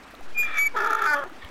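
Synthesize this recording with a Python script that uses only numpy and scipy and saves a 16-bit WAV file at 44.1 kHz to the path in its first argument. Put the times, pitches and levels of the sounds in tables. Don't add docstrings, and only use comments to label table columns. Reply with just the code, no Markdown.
import sys
import numpy as np
from scipy import signal
from scipy.fft import rfft, irfft
from scipy.io import wavfile
from scipy.ndimage import uniform_filter1d

SR = 44100
rng = np.random.default_rng(int(sys.argv[2]) if len(sys.argv) > 2 else 0)


def magnitude_from_level(level_db):
    exponent = np.asarray(level_db, float) / 20
    return 10 ** exponent


def persist_wave(psi):
    counts = np.round(np.clip(psi, -1, 1) * 32767).astype(np.int16)
    wavfile.write(sys.argv[1], SR, np.atleast_2d(counts).T)


N = 66150
T = np.arange(N) / SR


def evened(x):
    return x / np.sqrt(np.mean(x ** 2) + 1e-20)


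def read(points, hz):
    table_hz, value = np.transpose(points)
    return np.interp(np.log(hz + 1), np.log(table_hz + 1), value)


def curves(rows):
    cols = np.transpose(rows)
    on = (T > cols[0][0]) & (T < cols[0][-1])
    return [np.interp(T, cols[0], c) for c in cols[1:]] + [on]


def slow(hz):
    r = np.exp(-2 * np.pi * hz / SR)
    return evened(signal.lfilter([1], [1, -2 * r, r * r], rng.standard_normal(N)))


def phase(hz):
    return 2 * np.pi * np.cumsum(hz) / SR


def throat(x, table):
    f = np.fft.rfftfreq(N, 1 / SR)
    shape = sum(magnitude_from_level(db) / (1 + 1j * (f / hz - hz / (f + 1)) * hz / width) ** 2 for hz, width, db in table)
    return irfft(rfft(x) * shape, N)


# [start_s, pitch_hz, level_db]
WHISTLE = [(.335, 2400, -76), (.35, 2467, -40), (.364, 2400, -34), (.382, 2425, -22.5), (.41, 2435, -21.5),
           (.438, 2406, -27), (.456, 2392, -26), (.476, 2372, -34.5), (.52, 2373, -37.5), (.555, 2330, -33),
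           (.572, 2318, -29.5), (.586, 2256, -20.5), (.604, 2280, -20.5), (.632, 2282, -19.5),
           (.652, 2310, -24), (.668, 2267, -18.5), (.678, 2290, -23.5), (.692, 2290, -51),
           (.728, 2256, -49.5), (.735, 2193, -71)]
# [start_s, level_db]
RUSHES = [
    [(0.36, -75), (0.37, -45), (0.42, -50), (0.432, -33), (0.444, -46), (0.452, -38), (0.514, -33),
     (0.52, -37), (0.586, -28.5), (0.6, -38.5), (0.7, -50), (0.72, -66)],
    [(1.39, -57), (1.394, -63), (1.402, -73), (1.406, -58), (1.426, -40), (1.46, -48), (1.466, -56),
     (1.472, -44), (1.478, -48), (1.484, -71), (1.49, -34)],
]
# [centre_hz, width_hz, gain_db]
RUSH_THROAT = [(685, 610, -14), (1300, 176, 2.5), (1750, 330, 0.5), (2380, 224, -1.5), (3420, 250, -9)]
# [centre_hz, width_hz, gain_db]
GASP_THROAT = [(1170, 200, -10.5), (1834, 110, -1.5), (2217, 55, -1.5), (3400, 790, -17)]


def hee():
    waver_share, octave_db = .0015, -33.5
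    hz, db, on = curves(WHISTLE)
    a = phase(hz * (1 + waver_share * slow(44)))
    whistle = on * magnitude_from_level(db) * np.sqrt(2) * (np.sin(a) + magnitude_from_level(octave_db) * np.sin(2 * a))
    rush = 0
    for rows, shape in zip(RUSHES, (RUSH_THROAT, GASP_THROAT)):
        rush_db, rush_on = curves(rows)
        rush = rush + magnitude_from_level(rush_db) * rush_on * evened(throat(rng.standard_normal(N), shape))
    return whistle + rush


# [start_s, level_db (before the final division), pitch_hz, low_resonance_gain_db]
HOARSE = [(.73, -57, 439.8, 6), (.745, -29.5, 464.4, 15.5), (.76, -25, 469.8, 11.5), (.785, -23, 440.4, 4),
          (.81, -17.5, 400, 0), (.88, -20, 444.5, 4), (.95, -21.5, 445.7, 3), (1.04, -19, 425.5, -0.5),
          (1.07, -19.5, 414.3, -1), (1.1, -31.5, 422, -3), (1.17, -18, 414.8, -35), (1.205, -26.5, 361, -1),
          (1.225, -24, 341, -5.5), (1.245, -30, 371.8, 1), (1.265, -36, 378, 15.5), (1.3, -55, 353.8, 11)]
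# [centre_hz, width_hz, gain_db]
HOARSE_LOW = [(400, 122, -14.5), (898, 149, -11), (650, 86, -13.5)]
HOARSE_HIGH = [(1241, 69, 2), (1397, 123, 0), (1698, 164, -4.5), (2254, 160, -17.5), (2576, 71, -20.5),
               (3414, 430, -24)]
# [start_s, strength_db]
FLAPS = [(0.7632, -6), (0.7733, -7.5), (0.7854, -13), (0.7916, -16), (0.8018, -16.5), (0.82, -18.5),
         (0.836, -19), (0.8466, -16), (0.859, -14.5), (0.8716, -13.5), (0.885, -18.5), (0.8964, -17),
         (0.9044, -15), (0.9163, -14), (0.9287, -9), (0.9491, -12), (0.9666, -21), (0.9802, -16),
         (0.9903, -15), (1.005, -20.5), (1.0183, -12.5), (1.0271, -20), (1.037, -14.5), (1.0448, -21.5),
         (1.0556, -13), (1.0604, -17.5)]
# [start_s, ring_hz]
RING = [(.75, 1270), (.78, 1290), (.8, 1370), (.83, 1280), (.86, 1360), (.9, 1370), (.93, 1330),
        (.96, 1330), (1.0, 1370), (1.04, 1340), (1.07, 1330)]


def hoarse():
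    jitter_share, air_share, steadying = .1, .59, .38
    rise_s, width_s, reference_db, boost = .0035, .0047, -16, 1.1
    ring_db, ring_waver_share, gap_share = 1, .009, .5
    db, hz, low_db, on = curves(HOARSE)
    a = phase(hz * (1 + jitter_share * slow(300.7)))
    pulses = evened(sum(np.cos(k * a) for k in range(1, 10)))
    drive = (1 - air_share) * pulses + air_share * rng.standard_normal(N)
    flap = boost * sum(magnitude_from_level(strength_db - reference_db) * np.exp(-((T - s - rise_s) / width_s) ** 2)
                       for s, strength_db in FLAPS)
    high = throat(drive, HOARSE_HIGH)
    low = magnitude_from_level(low_db) * throat(drive, HOARSE_LOW)
    scale = np.std(high)
    even = (uniform_filter1d(high ** 2, size=130) / scale ** 2 + .029) ** (-steadying / 2)
    roar = high * even * (gap_share + .5 * flap)
    ring_hz = curves(RING)[0] * (1 + ring_waver_share * slow(159.5))
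    ring = np.sin(phase(ring_hz)) * magnitude_from_level(ring_db) * scale
    return on * magnitude_from_level(db) * (roar + ring * flap + low) / scale / 1.863


# [start_s, pitch_hz, level_db, mouth_closing_0_to_1]
NOTE = [(1.045, 309.3, -61, 0.1), (1.07, 301.8, -22.5, 0.02), (1.106, 297.8, -22, 0.15),
        (1.125, 293.8, -22, 0.44), (1.142, 290.7, -19.5, 0.35), (1.155, 285.6, -27, 0.99),
        (1.19, 285, -26.5, 1), (1.21, 276.7, -35.5, 1), (1.24, 273.7, -32, .95)]
# [freq_hz, gain_db]
OPEN_MOUTH = [(150, -54), (250, -20), (437, -29), (902, -8.5), (1070, -32), (1180, -14), (1510, 0),
              (1810, -8), (2000, -11.5), (2390, -10), (2640, -45), (2990, -30), (4420, -21), (7000, -30),
              (9100, -72), (15400, -120)]
CLOSING_MOUTH = [(150, -53), (250, -20), (545, 3), (833, -13), (1160, 3), (1430, -12.5), (1730, -11.5),
                 (2330, -40), (2780, -24), (3280, -14.5), (4200, -64), (5460, -77), (9240, -120)]


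def note():
    waver_share, shimmer_db = .0099, 1.8
    hz, db, shut, on = curves(NOTE)
    a = phase(hz * (1 + waver_share * slow(80)))
    tone, power = 0, 0
    for k in range(1, 23):
        gain = magnitude_from_level((1.5 - shut) * read(OPEN_MOUTH, k * hz) + shut * read(CLOSING_MOUTH, k * hz))
        shimmer = magnitude_from_level(shimmer_db * slow(90))
        tone = tone + gain * shimmer * np.sin(k * a + .58 * (k - 1) ** 2)
        power = power + gain ** 2 / 2
    return on * magnitude_from_level(db) * tone / np.sqrt(power)


def field(x):
    t60_s, delay_s, scatter_db = .14, .008, -17
    tail = rng.standard_normal(N) * magnitude_from_level(-60 * T / t60_s) * (T > delay_s)
    return x + magnitude_from_level(scatter_db) * signal.fftconvolve(x, tail / np.linalg.norm(tail))[:N]


def bubble(hz, cycles):
    u = np.arange(round(cycles * SR / hz)) * hz / SR
    return np.sin(2 * np.pi * u * (1 + .0067 * u)) * np.sin(np.pi * (u / cycles) ** .43) ** 2


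def babble():
    per_s, level_db = 500, -58.5
    total = 0
    for hz in np.geomspace(300, 5000, 20):
        strength = magnitude_from_level(8.5 * np.minimum(rng.exponential(1, N), 4))
        hits = strength * (rng.random(N) < per_s / 20 / SR)
        total = total + signal.oaconvolve(hits, bubble(hz, 8.3) * 900 / (hz + 900))[:N]
    return magnitude_from_level(level_db) * evened(total)


# [freq_hz, density_db_per_hz (relative)]
STREAM = [(15, -42), (30, 9.5), (60, -6), (150, -11), (260, -1), (450, -4.5), (800, -6), (1300, -6),
          (2000, -8), (3700, -17), (7000, -25.5), (15500, -36.5)]


def wash():
    level_db, patch_db, flicker_db = -47, 1.46, 1.9
    frames, hz = N // 256 + 5, np.fft.rfftfreq(1024, 1 / SR)
    real, imag, patch = rng.standard_normal((frames, 513, 3)).T
    patch = evened(uniform_filter1d(uniform_filter1d(patch, size=14, axis=0), size=8, axis=1))
    flicker = evened(uniform_filter1d(rng.standard_normal(frames), size=3))
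    treble = hz[:, None] > 3000
    gain_db = read(STREAM, hz)[:, None] + patch_db * patch + flicker_db * flicker * treble
    z = (real + 1j * imag) * magnitude_from_level(gain_db)
    return magnitude_from_level(level_db) * evened(signal.istft(z, nperseg=1024, noverlap=768)[1][:N])


# [start_s, peak_db, pitch_hz]
DRIPS = [(.11, -39, 1590), (.138, -40.5, 660), (0.144, -38.5, 1220), (.151, -38, 3600), (.209, -37.5, 721),
         (1.298, -37, 1300), (1.319, -42, 1470), (1.448, -35, 3000)]


def stream():
    spray_db, spray_s = -20, .002
    out = wash() + babble()
    spray = np.diff(rng.standard_normal(N + 1))
    for s, db, hz in DRIPS:
        drop = magnitude_from_level(db) * bubble(hz, 8.6)
        part = out[round(s * SR):][:len(drop)]
        part += drop[:len(part)]
        out += magnitude_from_level(db + spray_db) * spray * np.exp(-((T - s) / spray_s) ** 2)
    return out


def wind():
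    gust_s, gust_db, rise_s, fall_s = .2, -23, .081, .5
    thump_s, thump_db, thump_hz, thump_width_s = 1.451, -36.5, 64.6, .011
    t = np.maximum(T - gust_s, 0)
    push = (1 - np.exp(-t / rise_s)) * np.exp(-t / fall_s)
    u = T - thump_s
    thump = np.cos(2 * np.pi * thump_hz * u) * np.exp(-(u / thump_width_s) ** 2)
    return magnitude_from_level(thump_db) * thump - magnitude_from_level(gust_db) * push


def scene():
    bray = hee() + hoarse() + note()
    return (field(bray) + stream() + wind())[None]


# [freq_hz, gain_db]
BUZZ = [(2500, -51), (3800, -19.5), (4800, -6), (5800, 0.5), (7000, -3.5), (8700, -12), (10000, -2.5),
        (12000, 10.5), (14000, -12), (15500, 5), (16500, -47)]


def overload(dry):
    knee, buzz_db, growth_power = magnitude_from_level(-26), -1, .46
    voice = signal.lfilter(*signal.butter(1, 120, "high", fs=SR), dry)
    level = np.sqrt(abs(uniform_filter1d(voice ** 2, size=90))) / knee
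    over = (voice - np.clip(voice, -knee, knee)) * level ** growth_power
    shape = magnitude_from_level(read(BUZZ, np.fft.rfftfreq(N, 1 / SR)))
    return magnitude_from_level(buzz_db) * irfft(rfft(over) * shape, N)


def roll_off(x):
    return signal.sosfilt(signal.butter(12, 15690, fs=SR, output="sos"), x)


def record(dry):
    mix = dry + overload(dry)
    return roll_off(mix)


dry = scene()
out = record(dry)
persist_wave(out)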